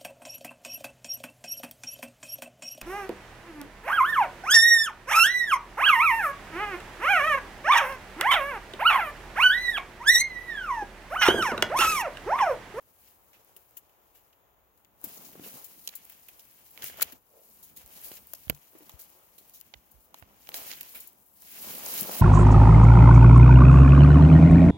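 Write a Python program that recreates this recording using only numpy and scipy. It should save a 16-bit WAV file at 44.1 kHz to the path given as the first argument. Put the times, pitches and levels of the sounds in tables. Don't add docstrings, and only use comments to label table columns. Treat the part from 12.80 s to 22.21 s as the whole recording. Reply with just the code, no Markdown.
import sys
import numpy as np
from scipy import signal
from scipy.fft import rfft, irfft
from scipy.io import wavfile
from scipy.ndimage import uniform_filter1d

SR = 44100
rng = np.random.default_rng(int(sys.argv[2]) if len(sys.argv) > 2 else 0)


def bounce(signal):
    frames = np.transpose(np.atleast_2d(signal))
    limited = np.clip(frames, -1, 1)
    pcm = np.round(limited * 32767).astype(np.int16)
    wavfile.write(sys.argv[1], SR, pcm)


def invert_db(x):
    u = np.asarray(x, float) / 20
    return 10 ** u


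N = 414981

# time_s, leaf_edge_crinkle_db, stem_scrape_db
BRUSH_STROKES = [
    [(0, -70.5, -79), (0.12, -65, -84), (0.27, -60, -69.5), (0.39, -67, -84), (0.63, -67.5, -76.5),
     (0.83, -66, -78.5), (1.13, -73.5, -81.5), (1.48, -69, -81.5), (1.75, -100, -88), (1.99, -74, -94),
     (2.13, -83, -100), (2.23, -56, -74)],
    [(2.245, -46, -59), (2.387, -50.5, -66), (2.49, -53.5, -67.5), (2.599, -56.5, -66),
     (2.65, -46.5, -62.5), (2.741, -47, -61.5), (2.835, -51.5, -64), (3.037, -55.5, -73.5)],
    [(3.047, -51, -70), (3.131, -58.5, -60.5), (3.249, -59.5, -70), (3.299, -56, -63.5),
     (3.413, -58, -70.5), (3.655, -60.5, -72), (3.861, -59, -70), (3.915, -57, -72.5), (4.015, -56, -60.5)],
    [(4.025, -44, -50), (4.07, -37.5, -50.5), (4.125, -53, -59), (4.165, -57, -58), (4.18, -50, -58),
     (4.205, -52, -49.5), (4.303, -57, -61.5), (4.345, -60, -70)],
    [(4.36, -61, -74), (4.404, -73, -89), (4.582, -61, -77.5), (4.704, -57, -77.5), (4.842, -59.5, -72),
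     (4.9, -61, -70), (4.948, -64.5, -80), (5.0, -52, -64)],
    [(5.056, -60.5, -69), (5.166, -50.5, -63.5), (5.225, -50.5, -61.5), (5.26, -44.5, -59.5),
     (5.31, -50, -62.5), (5.37, -48.5, -58.5), (5.4, -59.5, -74)],
    [(5.502, -56.5, -71.5), (5.654, -56, -68), (5.736, -61.5, -73.5), (5.944, -61, -73),
     (6.132, -59.5, -68), (6.185, -66, -72)],
    [(6.195, -48.5, -62), (6.279, -59.5, -72), (6.417, -64, -76.5), (6.551, -63, -76.5), (6.751, -58, -72),
     (6.915, -68, -74.5), (7.121, -67, -78), (7.253, -64, -84), (7.33, -76, -80), (7.36, -62, -67),
     (7.45, -70, -70), (7.541, -68.5, -73.5), (7.695, -54.5, -66), (7.735, -56, -60)],
    [(7.745, -41, -47.5), (7.841, -46, -56.5), (7.883, -43, -51.5), (8.003, -51.5, -58.5),
     (8.129, -51.5, -65), (8.263, -53, -64.5), (8.337, -64, -81)],
    [(8.523, -61.5, -88), (8.579, -57, -75), (8.661, -51.5, -64.5), (8.76, -46, -56), (8.83, -39, -56),
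     (8.86, -45.5, -56), (8.903, -39, -51.5), (8.981, -40.5, -54.5), (9.03, -44, -54.5), (9.06, -38.5, -51),
     (9.09, -37, -53.5), (9.14, -35, -48.5), (9.2, -32.5, -45), (9.26, -40, -53.5), (9.31, -38.5, -49.5),
     (9.35, -36, -49), (9.41, -34.5, -48)],
]
# time_s, level_db
BRANCH_RUB = [(0, -72), (0.8, -70), (1.62, -73), (2.13, -78), (2.245, -58.5), (2.39, -62), (2.741, -58),
              (2.835, -66), (3.3, -68), (3.9, -74), (4.025, -57.5), (4.149, -63), (4.195, -54),
              (4.345, -63), (4.42, -84), (4.56, -73), (4.7, -75.5), (5.056, -66.5), (5.324, -60.5),
              (5.5, -74), (5.9, -73), (6.0, -64), (6.5, -70.5), (6.9, -76), (7.39, -68.5), (7.64, -71.5),
              (7.745, -55), (7.883, -54.5), (8.003, -65.5), (8.263, -66), (8.5, -81), (8.791, -58.5),
              (8.903, -51), (9.051, -52.5), (9.3, -44.5), (9.41, -46.5)]
# time_s, rumble_db, cloth_and_finger_rub_db
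GRIP_SHIFTS = [(0.0, -76.5, -79), (1.57, -80.5, -90), (2.22, -76, -78), (2.41, -76, -63.5),
               (2.53, -77, -64), (2.62, -75, -58), (2.76, -79, -68), (2.86, -76, -75), (3.88, -79, -82),
               (4.22, -65, -63), (4.43, -80, -81.5), (5.13, -70, -70.5), (5.58, -70.5, -75),
               (5.89, -83, -75.5), (6.37, -82, -81), (7.94, -71.5, -68.5), (8.49, -86.5, -78.5),
               (8.72, -78, -70.5), (8.92, -71, -57.5), (9.04, -70, -64), (9.18, -74, -53.5),
               (9.25, -79, -55), (9.41, -79, -54)]
# start_s, body_db, fine_splinters_db, body_pitch_hz, left_minus_right_db
TWIG_SNAPS = [(0.7647, -47.5, -40, 2890, 6.5), (2.241, -43, -25, 6300, 10), (2.2427, -45, -26, 6260, 10),
              (2.048, -56, -49, 3500, 9), (2.053, -54.5, -60, 2000, 7.5), (3.075, -22.5, -21, 6040, -6.5),
              (3.0786, -25.5, -30, 4200, -2.5), (3.089, -30, -36, 4300, -3),
              (3.0924, -33.5, -35, 4000, -6.5), (3.135, -49, -58, 2650, 0.5), (3.252, -55, -36, 6520, -2),
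              (3.976, -35.5, -35, 2290, -2), (4.042, -30, -18, 2460, 7), (4.032, -39, -36, 1880, -2),
              (4.065, -42, -38, 5000, 1), (4.099, -39.5, -50, 1600, -2.5), (4.143, -42.5, -47, 1450, -4),
              (4.162, -47, -60, 1300, 0), (4.198, -41, -55, 1300, 4), (4.2117, -25.5, -32, 2300, 5),
              (4.219, -26, -15, 7000, -0.5), (4.2199, -33.5, -18, 1420, -5),
              (4.2216, -22, -11.5, 4000, -1.5), (4.2243, -32, -12, 3020, 2), (4.2253, -19.5, -8.5, 4400, 2),
              (4.227, -23.5, -10.5, 4020, -1), (4.2301, -23.5, -18, 4080, -0.5),
              (4.245, -50.5, -36.5, 6500, 8), (5.061, -44, -37.5, 7040, -1.5), (5.317, -39, -45, 3020, 0.5),
              (5.535, -40, -26, 4700, 6.5), (5.5376, -34.5, -26, 7100, 6), (5.681, -41, -58, 1800, -4),
              (5.698, -16.5, -8, 4800, -5.5), (5.699, -24.5, -23, 2100, -8), (5.703, -34, -42, 3000, -8),
              (6.118, -46, -57, 6500, 9), (6.696, -47, -41, 7520, -4), (6.812, -40, -32.5, 5200, 7),
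              (6.9388, -32.5, -58, 2860, -8.5), (6.9411, -40, -60, 2900, -7), (6.943, -43, -63, 2000, -6),
              (7.3435, -35.5, -43, 3940, 5), (7.4248, -47, -67, 1500, -7), (7.672, -41, -48, 2940, -8),
              (7.69, -30, -27, 2230, 4.5), (7.719, -43, -60, 2800, -1), (7.742, -27.5, -28.5, 3730, 1.5),
              (7.7435, -27, -30, 2980, 2), (7.915, -25, -34, 4060, -1.5), (7.928, -34, -48, 2970, 1),
              (7.935, -35, -50, 3500, -1), (8.031, -38.5, -32, 6340, -8), (9.062, -25.5, -39, 6570, -3),
              (9.23, -35, -22, 5640, 5), (9.274, -42, -32, 4690, 1.5), (9.345, -39, -31, 6790, -1)]
# start_s, fine_splinters_db, body_db, body_pitch_hz, dying_time_ms (held to 40 at most), left_minus_right_db
LEAF_FLICKS = [(0.204, -56, -75, 2000, 9.1, -1), (0.275, -58, -64, 2700, 10, 2.5),
               (0.531, -60, -53, 2200, 4, 3), (0.534, -60, -61.5, 6000, 30, -1),
               (0.54, -70, -62, 2540, 15, -1), (0.766, -40.5, -57, 2760, 6.1, 2.5),
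               (0.968, -36, -52.5, 2980, 10.5, 7), (1.094, -61, -65, 2900, 4.3, 1),
               (1.345, -54, -64, 2830, 49, 3), (1.527, -64, -61, 2830, 6.7, 2.5),
               (1.974, -57, -69, 4000, 6, 6.5), (2.243, -31, -48, 6600, 7.2, 7),
               (2.373, -44, -45, 6570, 5.1, 4.5), (2.445, -46, -49.5, 5000, 19, 6),
               (2.632, -49, -48.5, 2700, 27, 2), (2.842, -38.5, -49, 6700, 10, 8),
               (2.861, -45, -59, 6700, 7.3, 7), (3.152, -32.5, -45, 7350, 10.6, 7.5),
               (3.297, -40, -52, 2700, 5.3, 4), (3.32, -44, -65, 5000, 5.5, 1),
               (3.484, -38, -48, 2500, 6.3, 0), (3.593, -43.5, -50, 5070, 6.1, -2.5),
               (3.604, -52, -51, 5500, 3.7, 0), (3.911, -43, -66, 4630, 3, 1),
               (4.021, -36, -39, 3000, 4, 1.5), (4.05, -45, -42.5, 6540, 26, 3),
               (4.208, -32, -32, 4000, 11, 5.5), (4.219, -26, -32, 3500, 5.4, -1.5),
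               (4.321, -38, -48, 2820, 8, 1), (4.825, -42.5, -52.5, 6700, 27, 0),
               (4.962, -43, -50, 6300, 8, -0.5), (4.969, -38.5, -51, 4060, 9.5, 2),
               (5.236, -43, -54, 7390, 3, 6), (5.244, -33, -43, 7390, 4, 6.5),
               (5.252, -40.5, -54, 7390, 23, 6), (5.368, -47, -51, 4000, 3.6, -1),
               (5.548, -39, -45.5, 5100, 5.7, 4.5), (5.339, -43, -51, 6800, 4.4, 6),
               (5.35, -46, -52, 6800, 15, 7.5), (5.747, -44, -52, 4480, 4.7, 4.5),
               (5.983, -46, -64, 6000, 6, 6), (6.094, -37.5, -45, 3830, 3.3, 1),
               (6.191, -46, -57.5, 7060, 21, 5), (6.58, -43.5, -54.5, 4100, 12, -2.5),
               (6.735, -45, -52.5, 5900, 31, 0), (6.8, -47, -58, 6000, 6.6, 5),
               (7.113, -50.5, -66, 6510, 8.7, 9), (7.395, -47.5, -69, 6000, 5.7, 6.5),
               (7.754, -36, -42.5, 7400, 33, 1), (7.901, -48, -42.5, 3000, 26, -3),
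               (8.009, -28, -40.5, 2940, 3.7, -3), (8.145, -37, -46.5, 2290, 29, -0.5),
               (8.201, -37, -50, 6780, 12, -0.5), (8.271, -38, -62, 7100, 6.2, 6.5),
               (8.95, -30, -44, 3260, 3, -4.5), (9.175, -31, -37, 5500, 6, 0),
               (9.209, -22.5, -38, 6240, 4, 8.5)]
# start_s, fine_splinters_db, left_minus_right_db
LEAF_TIPS = [(0.6474, -46, 5), (0.9093, -46, 2.5), (2.2144, -43, 5.5), (2.435, -43, 4), (2.794, -40, 4),
             (3.247, -45, -11), (3.3972, -46, 8), (3.4221, -47, 1), (3.6526, -45, 7), (3.8921, -52, 6),
             (3.908, -44, -2), (4.1723, -35, 5), (5.015, -47, 1.0), (5.215, -37, 7), (5.471, -40, 5),
             (6.8638, -51, 7), (7.3425, -43, 8), (7.3864, -44, 8), (7.417, -49, 4), (8.0621, -47, 0),
             (8.0925, -41, 5.0)]
# start_s, level_db, nominal_pitch_hz, cycles_until_60_db_down, left_minus_right_db
DULL_KNOCKS = [(0.693, -54, 800, 8, 3), (0.764, -55.5, 450, 14, -2), (2.241, -40.5, 298, 13, 1),
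               (2.268, -48, 198, 16, 0), (2.45, -53, 228, 15, -4), (2.49, -49.5, 800, 12, 4.0),
               (2.554, -41, 383, 6.5, 0), (2.596, -37.5, 330, 5.5, -1), (2.615, -46.5, 250, 15, -3),
               (2.662, -44.5, 450, 14, 1), (2.668, -50, 210, 10, -4), (2.637, -48, 517, 15, 0),
               (2.74, -46, 221, 8, -4), (2.756, -49, 180, 5.5, 3), (4.036, -54, 136, 29, -3),
               (4.189, -50, 590, 28, -19), (4.327, -50, 248, 20, -8), (5.315, -37.5, 350, 4, -6),
               (5.5355, -44.5, 600, 16, -4), (5.5357, -46, 1410, 26, 0), (5.698, -31, 208, 3, -30.5),
               (5.7005, -43, 720, 16, 6), (5.7, -27.5, 480, 6, -13.5), (5.725, -49.5, 440, 8, -13),
               (5.933, -54, 500, 6, -7), (5.951, -47, 320, 21, -2), (6.006, -48, 323, 17, -2),
               (6.019, -53, 302, 20, -4), (6.065, -59, 215, 30, 1), (6.095, -47.5, 920, 18, 0),
               (6.58, -59, 380, 10, 0), (6.61, -59, 380, 13, -2), (6.938, -47, 700, 9.5, -10),
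               (7.343, -41.5, 880, 14, -6.5), (7.4245, -44, 700, 6.5, -12), (7.691, -40, 880, 5, -4),
               (7.75, -46, 594, 21, -4), (8.139, -56, 908, 19.5, -8), (8.898, -50.5, 303, 19, 1),
               (8.95, -45, 217, 13, -1), (9.1, -47, 397, 8, 2), (9.24, -46, 200, 14, -1),
               (9.219, -36.5, 207, 13, -1), (9.283, -37, 450, 12, 0), (9.294, -30, 523, 13, 3),
               (9.397, -34.5, 606, 17, 9)]
# start_s, peak_db, final_pitch_hz, length_cycles, left_minus_right_db
CASE_THUMPS = [(4.251, -55.5, 59, 1.4, -6), (5.039, -56.5, 51, 2, -21), (5.671, -47, 59, 1.5, -22),
               (5.697, -41, 70.5, 1.4, -23), (5.705, -54, 145, 13, 10), (5.71, -46, 50, 1.1, -20.5),
               (5.744, -54, 60, 1, -16), (6.137, -55.5, 58, 1.9, 20), (6.953, -55.5, 54.4, 2.9, -16),
               (7.141, -57.5, 55, 4, -21), (7.422, -50.5, 75.4, 2, -17)]
# frequency_hz, gain_db
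LEAF_EDGE_COLOUR = [(5000, -38.5), (8000, -3), (10000, -3), (13000, -1), (15200, -1.5)]
# frequency_hz, gain_db
LEAF_FACE_COLOUR = [(2500, -23.5), (3800, 0.5), (5000, 2.5), (7000, -1), (8500, -7), (11000, -15)]
# frequency_hz, gain_db
STEM_COLOUR = [(900, -26), (1500, -5), (2200, -2.5), (3200, -1.5), (4200, -15), (6000, -22)]
# frequency_hz, gain_db
WOOD_COLOUR = [(150, -14.5), (320, -5.5), (520, -2.5), (800, -3), (1300, -7), (2200, -21.5)]
# frequency_hz, gain_db
SPLINTER_COLOUR = [(5000, -38.5), (7500, -6.5), (10000, -5.5), (12500, -0.5), (15500, -1.5)]
# frequency_hz, gain_db
RUMBLE_COLOUR = [(20, -42), (40, -1.5), (60, 3), (120, -1), (250, -30)]
# frequency_hz, gain_db
RUB_COLOUR = [(85, -31), (140, -2.5), (210, 1.5), (330, -5), (600, -33.5)]
# frequency_hz, gain_db
AIR_COLOUR = [(18, -39), (30, -1.5), (71, -2), (215, -17), (355, -6.5), (937, -3.5), (1460, -10.5),
              (3580, -18.5), (5740, -37), (6720, -21), (8300, -34), (14800, -11.5), (16000, -13)]
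# frequency_hz, gain_db
CAPSULE_COLOUR = [(1800, 0.5), (3000, -0.5), (4600, -2.5), (6900, 1), (8300, -7.5), (10000, -0.5),
                  (15300, 3)]
# frequency_hz, left_minus_right_db
PORT_DIFFERENCE = [(60, 7), (200, 5), (700, -1.5), (1300, 1), (2400, -5), (4400, -6), (6800, 6.5),
                   (7700, 6), (8700, -9), (10500, 1.5), (15000, 2.5)]

SPACING_S = 0.00045
SNAP_DYING_MS = 0.9
EARS = np.array([[1], [-1]])


def colour(x, points, sides=1):
    hz, db = np.transpose(points)
    grid_hz = np.maximum(np.linspace(0, SR / 2, 2049), 1)
    gain_db = np.interp(np.log(grid_hz), np.log(hz), db)
    cepstrum = irfft(np.log(invert_db(np.outer(sides, gain_db))))
    cepstrum[:, 1:2048] *= 2
    cepstrum[:, 2049:] = 0
    impulse = irfft(np.exp(rfft(cepstrum)))
    return signal.fftconvolve(x, impulse, axes=1)[:, :N]


def unit(points):
    impulse = np.eye(2, 4096)
    return 1 / np.sqrt(np.sum(colour(impulse, points)[0] ** 2))


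def walk(rate_hz):
    hold = int(SR / rate_hz)
    steps = np.repeat(rng.standard_normal(N // hold + 1), hold)
    return uniform_filter1d(uniform_filter1d(steps, hold), hold)[:N] / 0.75


def levels(rows):
    time_s, *columns = np.transpose(rows)
    return [np.interp(np.arange(N) / SR, time_s, column) for column in columns]


def ticks(start_s, size, side, pan_db):
    at = np.clip((start_s - EARS * side * SPACING_S / 2) * SR, 0, N - 1).astype(int)
    weight = size * invert_db(EARS * pan_db / 2)
    return np.array([np.bincount(at[ear], weight[ear], N) for ear in range(2)])


def sizes(chance, spread_db):
    rarity = -np.log(np.abs(2 * chance - 1) + 1e-4)
    size = np.sign(chance - 0.5) * invert_db(spread_db * rarity)
    return size / np.sqrt(np.mean(size ** 2))


def rustle(level_db, pan_db, points, count, spread_db, patchy_db):
    when, chance, side = rng.random((count, 3)).T
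    i = (when * N).astype(int)
    slip_db = level_db + patchy_db
    size = sizes(chance, spread_db) * invert_db(slip_db[i]) * np.sqrt(N / count)
    slips = ticks(i / SR, size, 2 * side - 1, pan_db[i])
    return unit(points) * colour(slips, points)


def brushing():
    edge_db, stem_db = levels(np.concatenate(BRUSH_STROKES))
    [branch_db] = levels(BRANCH_RUB)
    leaf_push = edge_db + 49
    stem_push = stem_db + 57
    stem_share = 0.36
    face_db = -56.5 + 1.06 * ((1 - stem_share) * leaf_push + stem_share * stem_push)
    pan_db = 1 - 0.15 * leaf_push
    jerk = 0.4 * walk(70)

    edges = rustle(edge_db, pan_db, LEAF_EDGE_COLOUR, count=200000, spread_db=0.0,
                   patchy_db=1.7 * jerk + 1.2 * walk(120))
    faces = rustle(face_db, pan_db, LEAF_FACE_COLOUR, count=60000, spread_db=1.5,
                   patchy_db=3.5 * jerk + 0.48 * walk(67))
    stems = rustle(stem_db, 0.52 * pan_db, STEM_COLOUR, count=30000, spread_db=0.5,
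                   patchy_db=1.3 * jerk + 1.34 * walk(60))
    branches = rustle(branch_db, 0.53 * pan_db, WOOD_COLOUR, count=20000, spread_db=2.0,
                      patchy_db=0.92 * jerk + 1.92 * walk(25))
    crackle = rustle(edge_db - 5.5, pan_db, LEAF_EDGE_COLOUR, count=3500, spread_db=2.2, patchy_db=3 * jerk)
    crackle += rustle(face_db - 6, pan_db, LEAF_FACE_COLOUR, count=3000, spread_db=2.2, patchy_db=3 * jerk)
    crackle += rustle(stem_db - 6, pan_db, STEM_COLOUR, count=1500, spread_db=2.4, patchy_db=3 * jerk)
    return edges + faces + stems + branches + crackle


def grip():
    rumble_db, rub_db = levels(GRIP_SHIFTS)
    pan_db = np.full(N, -13.0)
    rumble = unit(RUMBLE_COLOUR) * colour(rng.standard_normal((2, N)), RUMBLE_COLOUR)
    left_db = rumble_db + pan_db / 2 + 2.2 * walk(7.1)
    right_db = rumble_db - pan_db / 2 + 1.0 * walk(4.1)
    rumble *= invert_db([left_db, right_db])
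    rub = rustle(rub_db, 0.57 * pan_db, RUB_COLOUR, count=5000, spread_db=1.5, patchy_db=2.5 * walk(30))
    return rumble + rub


def air():
    return rustle(np.full(N, -69), np.full(N, 2.5), AIR_COLOUR, count=300000, spread_db=-4.5,
                  patchy_db=walk(4.6))


def cracks():
    rows = [(s, body, fine, hz, SNAP_DYING_MS, pan) for s, body, fine, hz, pan in TWIG_SNAPS]
    rows += [(s, body, fine, hz, ms, pan) for s, fine, body, hz, ms, pan in LEAF_FLICKS]
    rows += [(s, fine - 22, fine, 6000, SNAP_DYING_MS, pan) for s, fine, pan in LEAF_TIPS]
    columns = (column[:, None] for column in np.transpose(sorted(rows)))
    start_s, body_db, fine_db, body_hz, dying_ms, pan_db = columns

    count, span_s = 500, 0.08
    when, chance, side = rng.random((len(rows), count, 3)).transpose(2, 0, 1)
    age_s = span_s * when ** 2
    dying_s = np.clip(dying_ms, 0.3, 40) / 1000
    shape = (1 - np.exp(-age_s / (0.15 * dying_s))) * np.exp(-age_s / dying_s)
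    first_break = (age_s / 0.00049) * np.exp(-age_s / 0.00013)
    shape += 2.3 / (1 + dying_s / 0.0037) * first_break
    shape *= np.sqrt(2 * when * span_s * SR / count)
    size = sizes(chance, spread_db=1.5) * shape
    size *= np.sqrt(np.sum(shape ** 2, 1) / np.sum(size ** 2, 1))[:, None]
    width = 0.44 * np.clip(dying_s / 0.006, 0.3, 1)
    side = np.clip(pan_db / 9 + width * (2 * side - 1), -1, 1)

    def shower(level_db):
        pan = pan_db + 0 * age_s
        return ticks((start_s + age_s).ravel(), (size * invert_db(level_db)).ravel(), side.ravel(), pan.ravel())

    out = unit(SPLINTER_COLOUR) * colour(shower(fine_db), SPLINTER_COLOUR)
    wood_db = body_db - 12.5 - 14 * np.log2(body_hz / 3000)
    out += unit(WOOD_COLOUR) * colour(shower(wood_db), WOOD_COLOUR)
    body = shower(body_db)
    edges = np.append((start_s[:, 0] * SR).astype(int) - 30, N)
    clearness = 0.68 * np.clip(3500 / body_hz, 0, 1)
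    for i, j, hz, clear in zip(edges, edges[1:], body_hz[:, 0], clearness[:, 0]):
        band = signal.butter(3, [hz / 2.03, min(hz * 2.06, 9000)], "bandpass", fs=SR)
        piece = np.pad(body[:, i:j], ((0, 0), (0, 400)))[:, :N - i]
        broad = signal.lfilter(*band, piece) * np.sqrt(SR / 2 / (0.59 * hz))
        mode = signal.lfilter(*signal.iirpeak(hz, 11, SR), broad)
        out[:, i:i + piece.shape[1]] += 0.6 * broad + 1.5 * clear * mode
    return out


def knocks():
    out, t = np.zeros((2, N + SR)), np.arange(SR // 4) / SR
    rattles = rng.standard_normal((len(DULL_KNOCKS), 2, len(t)))
    for (start_s, db, hz, cycles, pan_db), noise in zip(DULL_KNOCKS, rattles):
        fade = np.exp(-np.log(1000) * t * hz / max(cycles, 1))
        pitch_hz = hz * (0.87 + 0.37 * fade)
        mode = np.sin(2 * np.pi * np.cumsum(pitch_hz) / SR) * fade
        band = signal.butter(1, [hz / 2.3, hz * 1.34], "bandpass", fs=SR)
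        rattle = signal.lfilter(*band, noise)
        tail = np.sqrt(fade) * (1 - np.exp(-t * hz / 0.079))
        knock = mode / np.abs(mode).max() + invert_db(-8) * rattle / rattle.std() * tail
        knock = signal.lfilter(*signal.butter(2, hz / 2.8, "highpass", fs=SR), knock)
        i = int(start_s * SR)
        out[:, i:i + len(t)] += knock * invert_db(db + EARS * pan_db / 2)
    return out[:, :N]


def thumps():
    out, t = np.zeros((2, N + SR)), np.arange(SR // 4) / SR
    extra_pitch, settle_cycles = 1.43, 0.29
    for start_s, db, hz, cycles, pan_db in CASE_THUMPS:
        done = np.clip(t * hz / max(cycles, 0.5), 0, 1)
        pitch_hz = hz * (1 + extra_pitch * np.exp(-t * hz / settle_cycles))
        swing = np.sin(2 * np.pi * np.cumsum(pitch_hz) / SR)
        swing = swing * np.sin(np.pi * done ** 0.37)
        i = int(start_s * SR)
        out[:, i:i + len(t)] += swing * invert_db(db + EARS * pan_db / 2)
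    return out[:, :N]


def swish():
    peak_s, rise_s, fall_s = 4.56, 0.034, 0.078
    level_db, centre_hz, width_hz = -64, 550, 250
    late_s = np.arange(N) / SR - peak_s
    swell = np.exp(-0.5 * (late_s / np.where(late_s < 0, rise_s, fall_s)) ** 2)
    edges_hz = [centre_hz - width_hz / 2, centre_hz + width_hz / 2]
    band = signal.butter(2, edges_hz, "bandpass", fs=SR, output="sos")
    shared, apart = signal.sosfilt(band, rng.standard_normal((2, N)))
    stereo = shared + 0.54 * apart * EARS
    return invert_db(level_db) * swell * stereo / shared.std()


def scene():
    return brushing() + grip() + air() + cracks() + knocks() + thumps() + swish()


def band_limit(x):
    return signal.sosfilt(signal.butter(12, 17000, fs=SR, output="sos"), x)


def record(dry):
    mix = colour(dry, CAPSULE_COLOUR)
    mix = colour(mix, PORT_DIFFERENCE, sides=[0.5, -0.5])
    bass_cut = signal.butter(2, 42, "highpass", fs=SR, output="sos")
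    mix = signal.sosfilt(bass_cut, mix)
    top_cut = signal.ellip(8, 0.3, 45, 15900, fs=SR, output="sos")
    mix = signal.sosfilt(top_cut, mix)
    return band_limit(mix)


dry = scene()
out = record(dry)
bounce(out)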